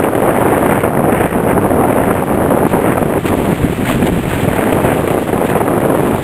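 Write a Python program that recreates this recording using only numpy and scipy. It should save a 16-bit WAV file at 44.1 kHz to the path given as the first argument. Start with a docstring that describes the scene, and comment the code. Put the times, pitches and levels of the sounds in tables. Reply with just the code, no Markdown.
"""A rock tunnel, with a car rolling over gravel and a small camera held at its open window.
Turbulent air buffets the microphone in fluttering gusts: coloured noise read at a rate set by the air speed.
Shaped noise bursts add slaps, thumps and knocking stones; random clicks with an echo make the tyre crunch.
The car is a steady low rumble, also of shaped noise.
The camera limits the peaks and holds each of its coarse samples, which lays a gritty fizz over everything."""
import sys
import numpy as np
from scipy import signal
from scipy.fft import rfft, irfft
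from scipy.io import wavfile
from scipy.ndimage import uniform_filter1d, minimum_filter1d, map_coordinates

SR = 44100
rng = np.random.default_rng(int(sys.argv[2]) if len(sys.argv) > 2 else 0)


def store_wav(level_fs):
    """Save 16-bit WAV to argv[1]."""
    pcm = np.round(np.clip(np.atleast_2d(level_fs), -1, 1) * 32767)
    wavfile.write(sys.argv[1], SR, pcm.T.astype(np.int16))


N = 274904
TIME = np.arange(N) / SR  # s
HZ = np.fft.rfftfreq(N, 1 / SR)

# hard slaps of air on the microphone: (time [s], level before the envelope [dB])
SLAPS = [(0.037, 7), (0.151, -3), (0.219, -6), (0.405, -10), (0.69, -12), (0.71, 1), (0.835, -9),
         (1.124, 0), (1.204, -5), (1.257, -10), (2.504, -8), (2.733, -24), (2.97, -11), (3.057, -11),
         (4.531, -4), (4.724, 9), (4.841, -11), (5.075, -4.5), (5.103, -2.5), (5.141, -9), (5.176, -18),
         (5.291, -12), (5.329, -2.5), (5.378, -8), (5.603, -13), (5.818, -9)]
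# spectrum of the low-pressure core of a large vortex: (frequency [Hz], relative density [dB per Hz])
VORTEX = [(20, -20), (45, -10.5), (90, -3), (160, -1.5), (260, -3.5), (450, -19.5), (900, -32), (2000, -70)]


def wind(speedup=0.23, tearing_share=0.72, spatter_db=4.0, buffet_db=-2.5, stall_db=-4, stall_speed=1.018):
    """Turbulent pressure on the microphone; the faster an eddy, the louder and brighter it is."""
    # airstream, slack while the camera is turned aside:
    # (time [s], buffeting level before buffet_db [dB], air speed [factor on the usual one])
    airstream = [(0, -11.5, 1.045), (.53, -6.5, 1.085), (.8, -12, 1.05), (1.06, -7.5, 1.065),
                 (1.33, -11.5, 0.93), (1.53, -8.5, 0.99), (1.9, -8, 0.98), (2.25, -10, 1),
                 (2.48, -8, 1.024), (2.84, -9.5, .98), (3.2, -10.5, 0.92), (3.5, -10.5, 0.8),
                 (3.66, -14, 0.62), (4.03, -10, .63), (4.3, -13.5, .66), (4.62, -9, .93),
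                 (5.2, -11.5, 0.94), (5.65, -9, 1.063), (6.23, -10.5, 0.93)]
    # buffeting at the usual air speed: (frequency [Hz], relative density [dB per Hz])
    buffeting = [(20, -28), (35, -34), (60, -10.5), (100, -3.5), (170, 0), (280, 1), (480, 0), (720, -5),
                 (1000, -11), (1400, -18), (2200, -38), (4000, -77)]
    # tearing of the smallest eddies: (frequency [Hz], relative density [dB per Hz])
    tearing_spectrum = [(300, -28), (700, 8.5), (1100, -1.5), (1600, 2.5), (2200, -2), (2900, -10.5),
                        (3800, -28), (5400, -71)]
    # fast gusts that tear at the microphone port: (middle [s], length [s], extra tearing [dB])
    gusts = [(0.046, 0.041, 7.5), (0.345, 0.12, 7), (0.513, 0.17, 7.5), (.73, 0.23, 6.5), (1.23, 0.27, 8.5),
             (1.506, 0.058, 8), (2.022, 0.34, 5), (2.89, 0.18, 6.5), (3.908, 0.087, 5.5),
             (4.025, 0.018, 8.5), (4.34, 0.09, 7), (4.601, 0.21, 7.5), (4.89, 0.13, 9), (5.521, 0.15, 5)]
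    tear_base_db, tear_db_per_speed = -28, 2  # at the usual air speed, and per unit of the speed factor

    level_db, speed = curves(airstream)
    eddies_db = lulls() + slap_surges() + eddying()

    # a frozen pattern of eddies is carried past, so its whole spectrum slides with the air speed
    travelled = np.cumsum(speed * gain_of(speedup * eddies_db))
    pattern = coloured(rng.standard_normal(N), buffeting)
    passing = map_coordinates(pattern, [travelled], order=3, mode="grid-wrap")
    pressure = passing * swirl(0.99, eddies_db)

    # as the flow slows and stalls, its fine turbulence gives way to separate large vortices
    stall = np.clip(stall_speed - speed, 0, 1)
    fine = pressure * gain_of(stall_db * stall)
    pressure = fine + vortices(stall) * swirl(0.83, eddies_db)

    # the smallest eddies tear off in short bursts inside each surge, strongest in the listed gusts
    gusts_db = sum(db * bell(s, length) for s, length, db in gusts)
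    tear_db = tear_base_db + tear_db_per_speed * (speed - 1) + gusts_db
    bursts_db = tearing_share * eddies_db + spatter_db * flutter(slow_hz=30, fast_hz=266)
    tearing = coloured(rng.standard_normal(N), tearing_spectrum) * swirl(0.91, bursts_db)
    return pressure * gain_of(level_db + buffet_db) + tearing * gain_of(tear_db)


def lulls():
    """The flow presses harder, lets go of the microphone and takes hold again; in dB before swirl()."""
    # (start [s], length [s], change [dB])
    lull_rows = [(0.09, 0.023, -5), (0.89, 0.03987, -5), (1.263, 0.0596, -4), (1.411, 0.01486, -6),
                 (2.123, .028, -7), (2.24, 0.0325, -7), (2.674, 0.044, -10), (3.19, .052, -9),
                 (3.348, 0.02138, -8), (3.54, 0.04496, -7), (3.739, 0.02295, -5), (4.099, 0.0175, -10),
                 (4.195, .035, -7), (5.189, .085, -4), (5.299, 0.0227, -7), (5.463, 0.0238, -7.5)]
    swell_db, swell_s = 2, 0.022  # the pressure builds up just before each lull
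    change_db = 0
    for s, length, db in lull_rows:
        change_db = change_db + swell_db * bell(s - swell_s / 2, swell_s)
        change_db = change_db + db * lull(s, length)
    return change_db


def lull(s, length, drop_s=0.004074, recover_s=0.018):
    """Sets in quickly at time s, holds, and recovers more slowly; 0 to 1."""
    onset = np.clip((TIME - s) / drop_s, 0, 1)
    return onset * np.clip((s + length - TIME) / recover_s + 0.5, 0, 1)


def slap_surges(surge_db=3.5, length_s=0.011, gap_db=-4.5, gap_s=0.011):
    """Around each slap the flow first draws back, then surges; in dB before swirl()."""
    return sum(gap_db * bell(s - gap_s / 2, gap_s) + surge_db * bell(s + length_s / 2, length_s)
               for s, _ in SLAPS)


def eddying(flutter_db=2.5, surge_db=1.0, sag_db=0.17, build_db=1.67):
    """Quick flutter on slower surges, which sag deeper than they swell; in dB before swirl()."""
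    quick = flutter(slow_hz=56.2, fast_hz=142.6)
    surge = flutter(slow_hz=17.6, fast_hz=41.3)
    sagging = surge_db * surge - sag_db * (surge ** 2 - 1)
    return flutter_db * quick + build_db * building() + sagging


def building(per_s=55, grow_s=0.011):
    """Eddies that grow and then break off at once, at random moments; rms 1."""
    breaks = (rng.random(N) < per_s / SR) * 1.0
    # a decay run backwards in time grows towards each break
    growth = signal.lfilter([1], [1, -np.exp(-1 / (grow_s * SR))], breaks[::-1])[::-1]
    growth = smoothed(np.sqrt(growth), 0.0011)
    return evened(growth - growth.mean())


def swirl(depth, eddies_db, steadiness=0.27):
    """Gain of the eddies, rms 1; they partly share out the power of a gust rather than add to it."""
    gain = gain_of(depth * eddies_db)
    local_power = smoothed(gain ** 2, 0.72) + 1e-9
    return evened(gain / local_power ** (steadiness / 2))


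def vortices(stall, per_s=95, vortex_db=-0.4, spread_db=4):
    """Large vortices pass at uneven intervals, more strongly in stalled air; each core is a dull suction thump."""
    passing = rng.random(N) < per_s / SR
    cores = passing * gain_of(spread_db * rng.standard_normal(N).clip(-2, 1.5))
    return -gain_of(vortex_db) * np.sqrt(stall) * coloured(cores - cores.mean(), VORTEX)


def slaps(decay_s=0.0034):
    """A tight vortex bursts right at the microphone port: a short burst of shaped noise."""
    # (frequency [Hz], relative density [dB per Hz])
    slap_spectrum = [(120, -12.5), (300, 7.5), (600, 5), (950, -18.5), (1500, -13), (2300, -12),
                     (3200, -19.5), (4500, -47)]
    force = sum(gain_of(db) * struck(s, decay_s) for s, db in SLAPS)
    return force * coloured(rng.standard_normal(N), slap_spectrum)


def thumps(decay_s=0.011):
    """The largest vortices give the microphone a longer, dull blow."""
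    # thumps in the slack air: (time [s], level before the envelope [dB])
    thump_rows = [(3.606, -14), (3.637, -1), (3.79, -16), (3.953, -5), (4.02, -1.5), (4.119, -6),
                  (4.175, -7), (4.36, -4)]
    force = sum(gain_of(db) * struck(s, decay_s) for s, db in thump_rows)
    return force * coloured(rng.standard_normal(N), VORTEX)


def tyres(grains_per_s=1800, spread_db=1.0, grind=0.17, clump_db=1.5):
    """Countless stones click and grind under the tread, in clumps, with an echo from the tunnel."""
    # loose stones under the tyres: (time [s], crunch level from 2600 to 4600 Hz [dB])
    gravel = [(0, -45), (.65, -41.5), (1, -48), (2.1, -43.5), (3.12, -43), (3.35, -36), (4.6, -36.5),
              (5.15, -37.5), (5.8, -42), (6.23, -36)]
    # (frequency [Hz], relative density [dB per Hz])
    crunch_spectrum = [(200, -24), (600, 4), (1200, -7), (1900, -1.5), (2600, -2.5), (3300, -5.5),
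                       (4000, -13), (4700, -20.5), (5500, -28.5)]
    # stretches where the gravel crunch stands out louder, as in a lull of the wind:
    # (start [s], length [s], added crunch level from 2600 to 4600 Hz [dB])
    louder_stretches = [(2.666, .09, -39.5), (3.25, 0.04, -30), (3.846, 0.11, -31), (4.054, 0.022, -29),
                        (4.28, .16, -33.5), (5.442, 0.069, -36)]

    crunch_db, = curves(gravel)
    sizes = gain_of(spread_db * np.minimum(rng.exponential(1, N), 4)) * rng.choice([-1, 1], N)
    clicks = sizes * (rng.random(N) < grains_per_s / SR) + grind * rng.standard_normal(N)
    clicks = clicks * swirl(clump_db, flutter(slow_hz=1.7, fast_hz=77.0))
    crunch = coloured(tunnel(clicks), crunch_spectrum)
    crunch = crunch / band(crunch, 2600, 4600).std()
    added_power = sum((gain_of(db) * stretch(s, length)) ** 2 for s, length, db in louder_stretches)
    return crunch * np.sqrt(gain_of(crunch_db) ** 2 + added_power)


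def stretch(s, length, rise_s=0.014, fade_s=0.0073):
    """Envelope of a louder stretch of crunch: rises from time s, holds, and dies away."""
    rise = np.clip((TIME - s) / rise_s, 0, 1)
    return rise * np.exp(-np.clip((TIME - s - length) / fade_s, 0, 30))


def stones(decay_s=0.0069, width=0.18):
    """Each stone squeezed out from under a tyre gives a short, rough knock of narrow-band noise."""
    # (time [s], level before the envelope [dB], middle of the band [Hz])
    stone_rows = [(3.852, -16, 1760), (3.871, -12.5, 1897), (3.896, -13, 1110), (3.922, -23, 2514)]
    knocks = 0
    for s, db, hz in stone_rows:
        rough = evened(band(rng.standard_normal(N), hz * (1 - width), hz * (1 + width)))
        knocks = knocks + gain_of(db) * struck(s, decay_s) * rough
    return knocks


def tunnel(x, t60=0.33, wet_db=-9):
    """The rock walls slide past, so their echo is an ever-changing wash that follows the power of x."""
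    tail = gain_of(-60 * TIME[:SR] / t60) ** 2  # decay of power, t60 in s
    power = signal.fftconvolve(x ** 2, tail / tail.sum())[:N]
    return x + gain_of(wet_db) * np.sqrt(abs(power)) * rng.standard_normal(N)


def car(level_db=-28):
    """Engine and rolling noise together, an even rumble of shaped noise."""
    # (frequency [Hz], relative density [dB per Hz])
    rumble_spectrum = [(25, -29), (70, 2), (140, 5), (300, -3.5), (600, -24), (1200, -5.5), (2500, -46),
                       (5000, -34)]
    return gain_of(level_db) * coloured(rng.standard_normal(N), rumble_spectrum)


def gain_of(db):
    """Decibels to amplitude."""
    return 10 ** (np.asarray(db) / 20)


def evened(x):
    """Scales to rms 1."""
    return x / np.sqrt(np.mean(x ** 2) + 1e-20)


def curves(rows):
    """Each column of a table, joined by straight lines in time."""
    s, *columns = np.transpose(rows)
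    return [np.interp(TIME, s, c) for c in columns]


def coloured(x, points):
    """Filters x by a spectrum of (Hz, dB) points, straight over log frequency; rms 1."""
    f, db = np.transpose(points)
    response = gain_of(np.interp(np.log(HZ + 1), np.log(f), db))
    return evened(irfft(rfft(x) * response, N))


def band(x, low_hz, high_hz):
    """The part of x between two frequencies."""
    return irfft(rfft(x) * ((HZ >= low_hz) & (HZ < high_hz)), N)


def flutter(slow_hz, fast_hz):
    """Random wandering of rms 1, mostly between two rates."""
    shape = HZ / np.hypot(HZ, slow_hz) / (1 + (HZ / fast_hz) ** 2)
    return evened(irfft(rfft(rng.standard_normal(N)) * shape, N))


def bell(s, length):
    """A flat-topped bump centred at time s, with the given width at half height."""
    u = (2 * (TIME - s) / length) ** 2
    return np.exp2(-np.minimum(u * u, 20))


def struck(s, decay_s):
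    """An envelope that leaps up at time s and dies away; it peaks near 0.7."""
    age = np.clip((TIME - s) / decay_s, 0, 30)
    return (1 - np.exp(-10 * age)) * np.exp(-age)


def smoothed(x, seconds):
    """Two running means in a row, which make a triangular window."""
    size = max(int(seconds * SR), 1)
    return uniform_filter1d(uniform_filter1d(x, size), size)


def scene():
    """Wind, gravel and car at one microphone."""
    return (wind() + slaps() + thumps() + tyres() + stones() + car())[None]


def limited(x, ceiling=0.93, hold_s=0.002):
    """A fast limiter turns down each peak that would pass the ceiling."""
    gain = np.minimum(1, ceiling / (abs(x) + 1e-9))
    size = max(int(hold_s * SR), 2)
    return x * uniform_filter1d(minimum_filter1d(gain, size), size)


def record(dry):
    """Limiter, then a low sample rate whose held steps mirror the sound into the treble, then the band limit."""
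    camera_hz, edge_hz = 11024, 15700  # sample rate of the camera, upper edge of the band
    sound = limited(band(dry[0], 0, camera_hz / 2))
    last_sample = np.floor(TIME * camera_hz) * SR / camera_hz
    steps = map_coordinates(sound, [last_sample], order=1, mode="nearest")
    lowpass = signal.firwin(511, edge_hz, window=("kaiser", 9), fs=SR)
    return signal.oaconvolve(steps, lowpass, "same")[None]


dry = scene()
out = record(dry)
store_wav(out)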